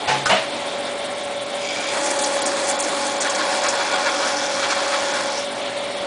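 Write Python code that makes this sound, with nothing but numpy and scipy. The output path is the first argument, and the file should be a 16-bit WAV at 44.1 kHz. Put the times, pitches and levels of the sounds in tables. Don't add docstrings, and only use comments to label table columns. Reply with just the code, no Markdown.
import sys
import numpy as np
from scipy import signal
from scipy.fft import rfft, irfft
from scipy.io import wavfile
from scipy.ndimage import uniform_filter1d, minimum_filter1d

SR = 44100
rng = np.random.default_rng(int(sys.argv[2]) if len(sys.argv) > 2 else 0)


def bounce(signal):
    frames = np.transpose(np.atleast_2d(signal))
    limited = np.clip(frames, -1, 1)
    pcm = np.round(limited * 32767).astype(np.int16)
    wavfile.write(sys.argv[1], SR, pcm)


def to_linear_factor(level_db):
    exponent = np.asarray(level_db, float) / 20
    return 10 ** exponent


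N = 267246

BAND_TOP_HZ = 10180
TOUCH_S, BITE_S, BACK_OUT_S, CLEAR_S = 1.59, 1.9, 5.25, 5.46


def rms_one(x):
    return x / np.sqrt(np.mean(x ** 2) + 1e-20)


def in_time(rows):
    s, *columns = np.transpose(rows)
    return [np.interp(np.arange(N) / SR, s, c) for c in columns]


def during(rows, fade_s=0.013):
    t = np.arange(N) / SR
    return np.clip(np.minimum(t - rows[0][0], rows[-1][0] - t) / fade_s, 0, 1)


def ramp(start_s, length_s):
    return np.clip((np.arange(N) / SR - start_s) / length_s, 0, 1)


def bump(middle_s, width_s):
    return np.exp(-.5 * ((np.arange(N) / SR - middle_s) / width_s) ** 2)


def drift(rate_hz):
    r = np.exp(-80 * np.pi * rate_hz / SR)
    noise = rng.standard_normal(N // 40 + 2002)
    slow = signal.lfilter([1], [1, -2 * r, r * r], noise)[2000:]
    return np.interp(np.arange(N) / 40, np.arange(len(slow)), rms_one(slow))


def band(x, low_hz, high_hz):
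    sos = signal.butter(2, [low_hz, min(high_hz, .45 * SR)], "band", fs=SR, output="sos")
    return signal.sosfilt(sos, x)


def resonate(x, modes):
    out = 0
    for k, (hz, width_hz, level_db) in enumerate(modes):
        r = np.exp(-np.pi * width_hz / SR)
        ring = signal.lfilter([1, 0, -1], [1, -2 * r * np.cos(2 * np.pi * hz / SR), r * r], x)
        out = out + (-1) ** k * to_linear_factor(level_db) * rms_one(ring)
    return out


def grains(per_s, spread_db):
    sizes = to_linear_factor(spread_db * np.minimum(rng.exponential(1, N), 5)) * rng.choice([-1, 1], N)
    return rms_one(sizes * (rng.random(N) < per_s / SR))


def bank(sources, spectrum, patchy_db, shift_db):
    out, together = 0, drift(6.1)
    edges = 22 * 2 ** np.arange(0, 9.1, 1 / 3)
    hz_points, db_points = np.transpose(spectrum)
    for k, (low, high) in enumerate(zip(edges, edges[1:])):
        hz = np.sqrt(low * high)
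        level_db = np.interp(np.log(min(hz, BAND_TOP_HZ - 600)), np.log(hz_points), db_points) + shift_db(hz)
        flicker_db = patchy_db * (0.72 * together + drift(11.6))
        out = out + to_linear_factor(level_db + flicker_db) * band(sources[k % 2], low, high)
    return out


def load():
    rise_s = .2
    return ramp(BITE_S - .5 * rise_s, rise_s) * (1 - ramp(BACK_OUT_S, CLEAR_S - BACK_OUT_S))


# (multiple of spindle turn, level [dB])
WHINE_SIDE_TONES = [(15, -10.5), (17, -9.5), (15.4, -10.5), (16.45, -13), (17.6, -18)]
# (time [s], level [dB])
WHINE_SWELL = [(0, -47), (.25, -33), (.7, -31.5), (1.85, -31), (2.35, -26.5), (2.9, -30), (3.15, -30),
               (3.45, -30.5), (4.6, -29), (5.3, -29.5), (5.5, -32.5), (6.06, -29)]


def spindle():
    idle_turns_per_s, sag_turns_per_s, creep_turns_per_s = 35.65, .4, .15
    loaded_db, unloaded_db, let_go_db = -34, -53.5, 4
    biting = ramp(BITE_S, .13) * (1 - ramp(CLEAR_S - .08, .1))
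    load_db = unloaded_db + (loaded_db - unloaded_db) * biting + let_go_db * bump(BACK_OUT_S + .06, 0.053)

    speed = idle_turns_per_s - load() * (sag_turns_per_s + creep_turns_per_s * ramp(BITE_S, 1.3))
    dragged = np.clip((speed[0] - speed) / .2, 0, 1)
    turns = np.cumsum(speed * (1 + 0.00082 * drift(9.4))) / SR

    main = to_linear_factor(2.05 * drift(30.0)) * np.sin(2 * np.pi * 16 * turns)
    sides = 0
    for multiple, db in WHINE_SIDE_TONES:
        tone = np.sin(2 * np.pi * (multiple * turns + rng.random()))
        sides = sides + to_linear_factor(db + 1.9 * drift(3.4)) * tone
    loaded = to_linear_factor(3 * drift(9.0)) * np.sin(2 * np.pi * 24 * turns + .6 * drift(5.0))
    whine = to_linear_factor(in_time(WHINE_SWELL)[0]) * (main + to_linear_factor(0.055 * (load_db + 34.5)) * sides)
    return np.sqrt(2) * (whine + to_linear_factor(load_db) * dragged * loaded)


# (frequency [Hz], level [dB rms])
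MOTOR_TONES = [(60, -66), (120, -57), (200, -52), (249, -48), (294.5, -47), (404, -49), (677, -45),
               (727, -46), (1028, -50), (1087, -50), (1134, -51), (1344, -49), (2144, -48), (2291, -50),
               (2336, -50), (3820, -52)]
# (frequency [Hz], density [dB per Hz])
RUMBLE_COLOUR = [(25, -51), (70, -31), (150, -24), (240, -17.5), (450, -12.5), (570, -14.5), (780, -9.5),
                 (1000, -17), (1900, -20), (2300, -17), (2700, -24.5), (3400, -18), (5300, -28.5),
                 (10000, -35)]
# (frequency [Hz], width [Hz], level [dB])
BELT_MODES = [(3230, 180, -3), (3330, 81, 0), (3580, 260, 2), (3930, 91, -15)]


def motor():
    level_db = -29 - load()
    belt_lap_s, belt_first_s, belt_db = .1705, .015, -41.5
    fan_flutter_hz, fan_first_s, fan_low_hz, fan_db = 15.9, .05, 7500, -46
    t = np.arange(N) / SR

    noise = rng.standard_normal((2, N))
    rumble = rms_one(bank(noise, RUMBLE_COLOUR, patchy_db=1.34, shift_db=lambda hz: 0))
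    hum = 0
    for hz, db in MOTOR_TONES:
        hum = hum + to_linear_factor(db + 1.7 * drift(8.1)) * np.sin(2 * np.pi * (hz * t + rng.random()))

    lap = to_linear_factor(5.5 * np.cos(2 * np.pi * (t - belt_first_s) / belt_lap_s) + .8 * drift(12.0))
    belt = to_linear_factor(belt_db) * lap * rms_one(resonate(rng.standard_normal(N), BELT_MODES))

    blade_phase = 2 * np.pi * fan_flutter_hz * (t - fan_first_s) + .7 * drift(3.0)
    flutter = to_linear_factor(4.5 * np.cos(blade_phase) + 2.0 * drift(9.0))
    fan = to_linear_factor(fan_db) * flutter * rms_one(band(rng.standard_normal(N), fan_low_hz, 1.4 * fan_low_hz))
    return to_linear_factor(level_db) * rumble + to_linear_factor(level_db + 29.5) * (np.sqrt(2) * hum + belt + fan)


# (time [s], ring level [dB], rattle length [s], crash level [dB], crash top [Hz])
TURRET_KNOCKS = [
    (.074, -20.5, 0.045, -19.5, 5350),
    (0.256, -17, .01, -20.5, 8950),
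    (0.294, -18.5, 0.044, -16.5, 3900),
]
KNOCK_RISES = [0.026, .003, 0.007]
# (frequency [Hz], level [dB], T60 [s])
RELEASE_MODES = [(137, -10.5, 0.98), (203, -14, 0.71), (510, -1, 0.54), (740, 1.5, 0.39), (856, 7.5, 0.32),
                 (1010, -5, 0.26), (1063, -0.5, 0.18), (1545, -1.5, .2), (1880, -5, .1), (2520, -9, 0.12),
                 (2860, -11, .1)]
# (frequency [Hz], level [dB], T60 [s])
PAWL_MODES = [(1239, -0.5, 0.36), (1420, 2.5, 0.13), (1500, 3, 0.11), (1650, -6, .1), (5200, -4, 0.072),
              (6891, -22.5, 0.067)]
# (frequency [Hz], level [dB], T60 [s])
LOCK_MODES = [(131, -18.5, 0.54), (195, -6, 0.19), (637, 4, 0.34), (681, 1.5, 0.13), (719, 4.5, 0.11),
              (840, -6, 0.24), (927, 1.5, .3), (980, 0, 0.27), (1486, -12, 0.28), (1780, -4, .2),
              (2094, -4, 0.36), (2280, -3.5, .2), (2525, -9, 0.24), (2830, -1, 0.13), (2995, 1, 0.099)]


def turret():
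    shop_t60_s = .5
    out, size = np.zeros(N), SR // 2
    t, hz = np.arange(size) / SR, np.fft.rfftfreq(size, 1 / SR) + 1
    mode_sets = (RELEASE_MODES, PAWL_MODES, LOCK_MODES)
    for knock, rise_s, modes in zip(TURRET_KNOCKS, KNOCK_RISES, mode_sets):
        s, ring_db, rattle_s, crash_db, top_hz = knock
        push = np.clip(t / rise_s + 0.4, 0, 1) / (1 + (t / rattle_s) ** 3.2)
        ring = 0
        for mode_hz, level_db, t60 in modes:
            r, w = to_linear_factor(-60 / (t60 * SR)), 2 * np.pi * mode_hz / SR
            contacts = push * rng.standard_normal(size)
            mode = signal.lfilter([0, np.sin(w)], [1, -2 * r * np.cos(w), r * r], contacts)
            ring = ring + to_linear_factor(level_db) * mode / np.abs(mode).max()

        colour = 1 / (1 + (hz / top_hz) ** 4.0) + .12
        colour = colour / (1 + (450 / hz) ** 3) * (hz / 1000) ** -.2
        decay_db = -60 * np.maximum(t - 0.62 * rattle_s, 0) / shop_t60_s * (0.62 + 0.014 / rattle_s)
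        swell = np.clip(t / rise_s + 0.45, 0, 1) * to_linear_factor(decay_db)
        crash = swell * rms_one(irfft(rfft(rng.standard_normal(size)) * colour, size))
        at = round(s * SR)
        out[at:at + size] += to_linear_factor(ring_db) * ring + to_linear_factor(crash_db) * crash
    return out


# (time [s], pressure [dB], depth [0-1])
FEED_LEVER = [
    (1.57, -17, 0),
    (1.72, -8.5, 0.7),
    (1.97, 0, 0.3),
    (2.98, -0.5, .2),
    (3.2, .5, 0.56),
    (4.0, 1.5, 1),
    (4.55, -.5, 0.91),
    (5.2, -1, 0.98),
    (5.46, -8, 0.6),
]
# (shallow level [dB], gain at full depth [dB], share of pressure)
MACHINE_PARTS = [
    (5.5, -6.5, 1.35),
    (-0.5, 4, 1.3),
    (1.5, 2, 0.49),
    (3.5, -4, 0.9),
]
PART_HZ = [330, 1350, 3600, 7400]
# (time [s], level [dB])
FLUTE_THROBS = [(1.978, 3), (2.712, 4.5), (3.06, 1.5), (3.2, -0.5), (3.267, 4.5), (3.408, 4), (3.542, 2),
                (3.665, 5), (3.81, 5), (3.944, 5.5), (4.077, 7), (4.234, 3.5), (4.444, 1.5), (4.646, 6.5),
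                (4.718, 6), (4.787, 4.5), (4.947, 6), (5.173, 2.5)]
# (frequency [Hz], density [dB per Hz])
TEARING_COLOUR = [(88, -58), (150, -65), (287, -7), (460, -13.5), (580, -17), (850, -11), (1300, -11),
                  (1700, -11), (2200, -16), (2750, -22), (3500, -18), (5600, -17), (10000, -21)]
# (frequency [Hz], width [Hz], level [dB])
HEADSTOCK_MODES = [(296.6, 7.3, -3.5), (563, 75, -1.5), (598.3, 12, -2), (685, 37, -8), (749, 7.1, 1.5),
                   (765, 24, -5), (936, 14, -4.5), (962, 7.9, -9.5), (1084, 44, -6.5), (1065, 20, -4),
                   (1448, 40, 0), (1525, 15, -19), (1740, 77, -13.5), (1897, 14, -8.5), (2314, 71, -1.5),
                   (3350, 240, 2.5), (5940, 60, -19.5)]


def cutting():
    pressure_db, depth = in_time(FEED_LEVER)
    parts_db = np.array([db + deep_db * depth + share * pressure_db for db, deep_db, share in MACHINE_PARTS])
    parts_db[0] += -5 * (1 - ramp(BITE_S, .03))
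    throb_db = sum(db * bump(s, 0.016) for s, db in FLUTE_THROBS)
    parts_db[1:3] += throb_db * np.array([[1], [.8]])

    def swell_db(hz):
        place = np.interp(np.log(hz), np.log(PART_HZ), np.arange(4))
        k = min(int(place), 2)
        return (1 - place + k) * parts_db[k] + (place - k) * parts_db[k + 1]

    tearing = np.array([grains(9000., spread_db=3.5) for _ in range(2)])
    broad = to_linear_factor(17.5) * bank(tearing, TEARING_COLOUR, patchy_db=1.5, shift_db=swell_db)
    rings = sum(to_linear_factor(swell_db(mode[0]) - 40.5) * resonate(tearing[0], [mode]) for mode in HEADSTOCK_MODES)
    return during(FEED_LEVER) * (to_linear_factor(-27) * broad + rings)


# (frequency [Hz], width [Hz], level [dB])
TOUCH_MODES = [(2310, 95, 1), (3250, 200, -5), (4950, 200, -5), (5950, 400, -4), (6850, 400, -7)]
# (frequency [Hz], width [Hz], level [dB])
DEEP_TIP_MODES = [(5430, 470, 7), (4680, 66, -3), (5890, 200, 0.5)]


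def rubbing():
    slips = grains(3000., spread_db=4.5)
    grow_db = 3 * ramp(TOUCH_S, BITE_S - TOUCH_S)
    fade_db = -20 * ramp(BITE_S, 0.102) - 40 * ramp(BITE_S + .2, .5)
    rub = ramp(TOUCH_S, .03) * to_linear_factor(grow_db + fade_db)
    touch = rub * to_linear_factor(-36 + 0.76 * drift(30.0)) * resonate(slips, TOUCH_MODES)

    pull_out_db = 8 * bump(CLEAR_S - .09, 0.041)
    tip_db = -45.5 + 7.5 * bump(4.36, 0.18) + pull_out_db
    deep = in_time(FEED_LEVER)[1] * during(FEED_LEVER) * to_linear_factor(tip_db)
    return touch + deep * to_linear_factor(0.72 * drift(11.0)) * resonate(slips, DEEP_TIP_MODES)


# (time [s], level [dB rms], length [s], centre [Hz])
CHIP_BREAKS = [(2.027, -30, 0.088, 7650), (2.102, -27, 0.019, 8100), (2.186, -25, 0.016, 7060),
               (2.208, -25.5, .03, 8600), (2.254, -28.5, .03, 8500), (2.237, -22.5, 0.031, 5850),
               (2.347, -36, 0.02, 8600), (2.416, -24.5, 0.01, 9000), (2.455, -23, 0.024, 7500),
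               (2.668, -27, 0.014, 8500), (2.684, -23, 0.031, 8000), (2.83, -26, .02, 6500),
               (2.786, -25, 0.055, 8360), (3.044, -30, 0.048, 7740), (3.2, -23, 0.031, 6900),
               (3.292, -25.5, 0.019, 6950), (3.344, -27.5, 0.019, 6500), (3.634, -26, 0.012, 6500),
               (3.683, -22, 0.024, 6500), (4.64, -32, 0.012, 3500), (4.699, -26, 0.025, 5550)]


def chips():
    out = np.zeros(N)
    crackle = grains(9000., spread_db=2.0) * to_linear_factor(3 * drift(110.0))
    t = np.arange(round(.2 * SR)) / SR
    thud = np.sin(2 * np.pi * 45 * t) * np.exp(-t / 0.011)
    for s, level_db, length_s, hz in CHIP_BREAKS:
        at = round(s * SR)
        shape = np.clip(t / 0.0055, 0, 1) / (1 + (t / length_s) ** 3.4)
        bright = crackle[at:at + len(t)]
        for _ in range(2):
            bright = band(bright, hz / 1.43, hz * 1.3)
        snap = to_linear_factor(-8.5) * rms_one(shape * bright) * np.sqrt(length_s / 0.033)
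        out[at:at + len(t)] += to_linear_factor(level_db) * (snap + to_linear_factor(-23) * thud)
    return out


def scene():
    mono = spindle() + motor() + turret() + cutting() + rubbing() + chips()
    return np.array([mono, mono])


def starved_bands(x, margin_db=7.0, chance_db=2.0):
    hz, _, frames = signal.stft(x, SR, nperseg=512)
    edges = np.searchsorted(hz, np.arange(4950, 10600, 600))
    luck = rng.standard_normal((len(edges) + 1, frames.shape[1]))
    luck = 0.93 * luck[1:] + 0.29 * luck[0]
    luck = np.sqrt(2) * uniform_filter1d(luck, size=2, axis=1)
    loud_db = 10 * np.log10(np.mean(np.abs(frames[:edges[0]]) ** 2, axis=0) + 1e-20)
    for k, (low, high) in enumerate(zip(edges, edges[1:])):
        level_db = 10 * np.log10(np.mean(np.abs(frames[low:high]) ** 2, axis=0) + 1e-20)
        nearby_db = -minimum_filter1d(-level_db, size=7)
        need_db = nearby_db - level_db + .42 * (loud_db - level_db - 15.5) + 0.042 * k * k
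        frames[low:high, need_db + chance_db * luck[k] > margin_db] *= .01
    return signal.istft(frames, SR, nperseg=512)[1][:N]


def roll_off(x):
    return signal.sosfilt(signal.butter(12, 11170, fs=SR, output="sos"), x)


def record(dry):
    top = .85
    rounded = top * np.tanh(dry[0] / top)
    mono = signal.sosfilt(signal.butter(1, 40., "high", fs=SR, output="sos"), rounded)
    band_end = signal.ellip(14, .5, 75, BAND_TOP_HZ, fs=SR, output="sos")
    narrow = signal.sosfilt(band_end, starved_bands(mono))
    return roll_off(np.array([narrow, narrow]))


dry = scene()
out = record(dry)
bounce(out)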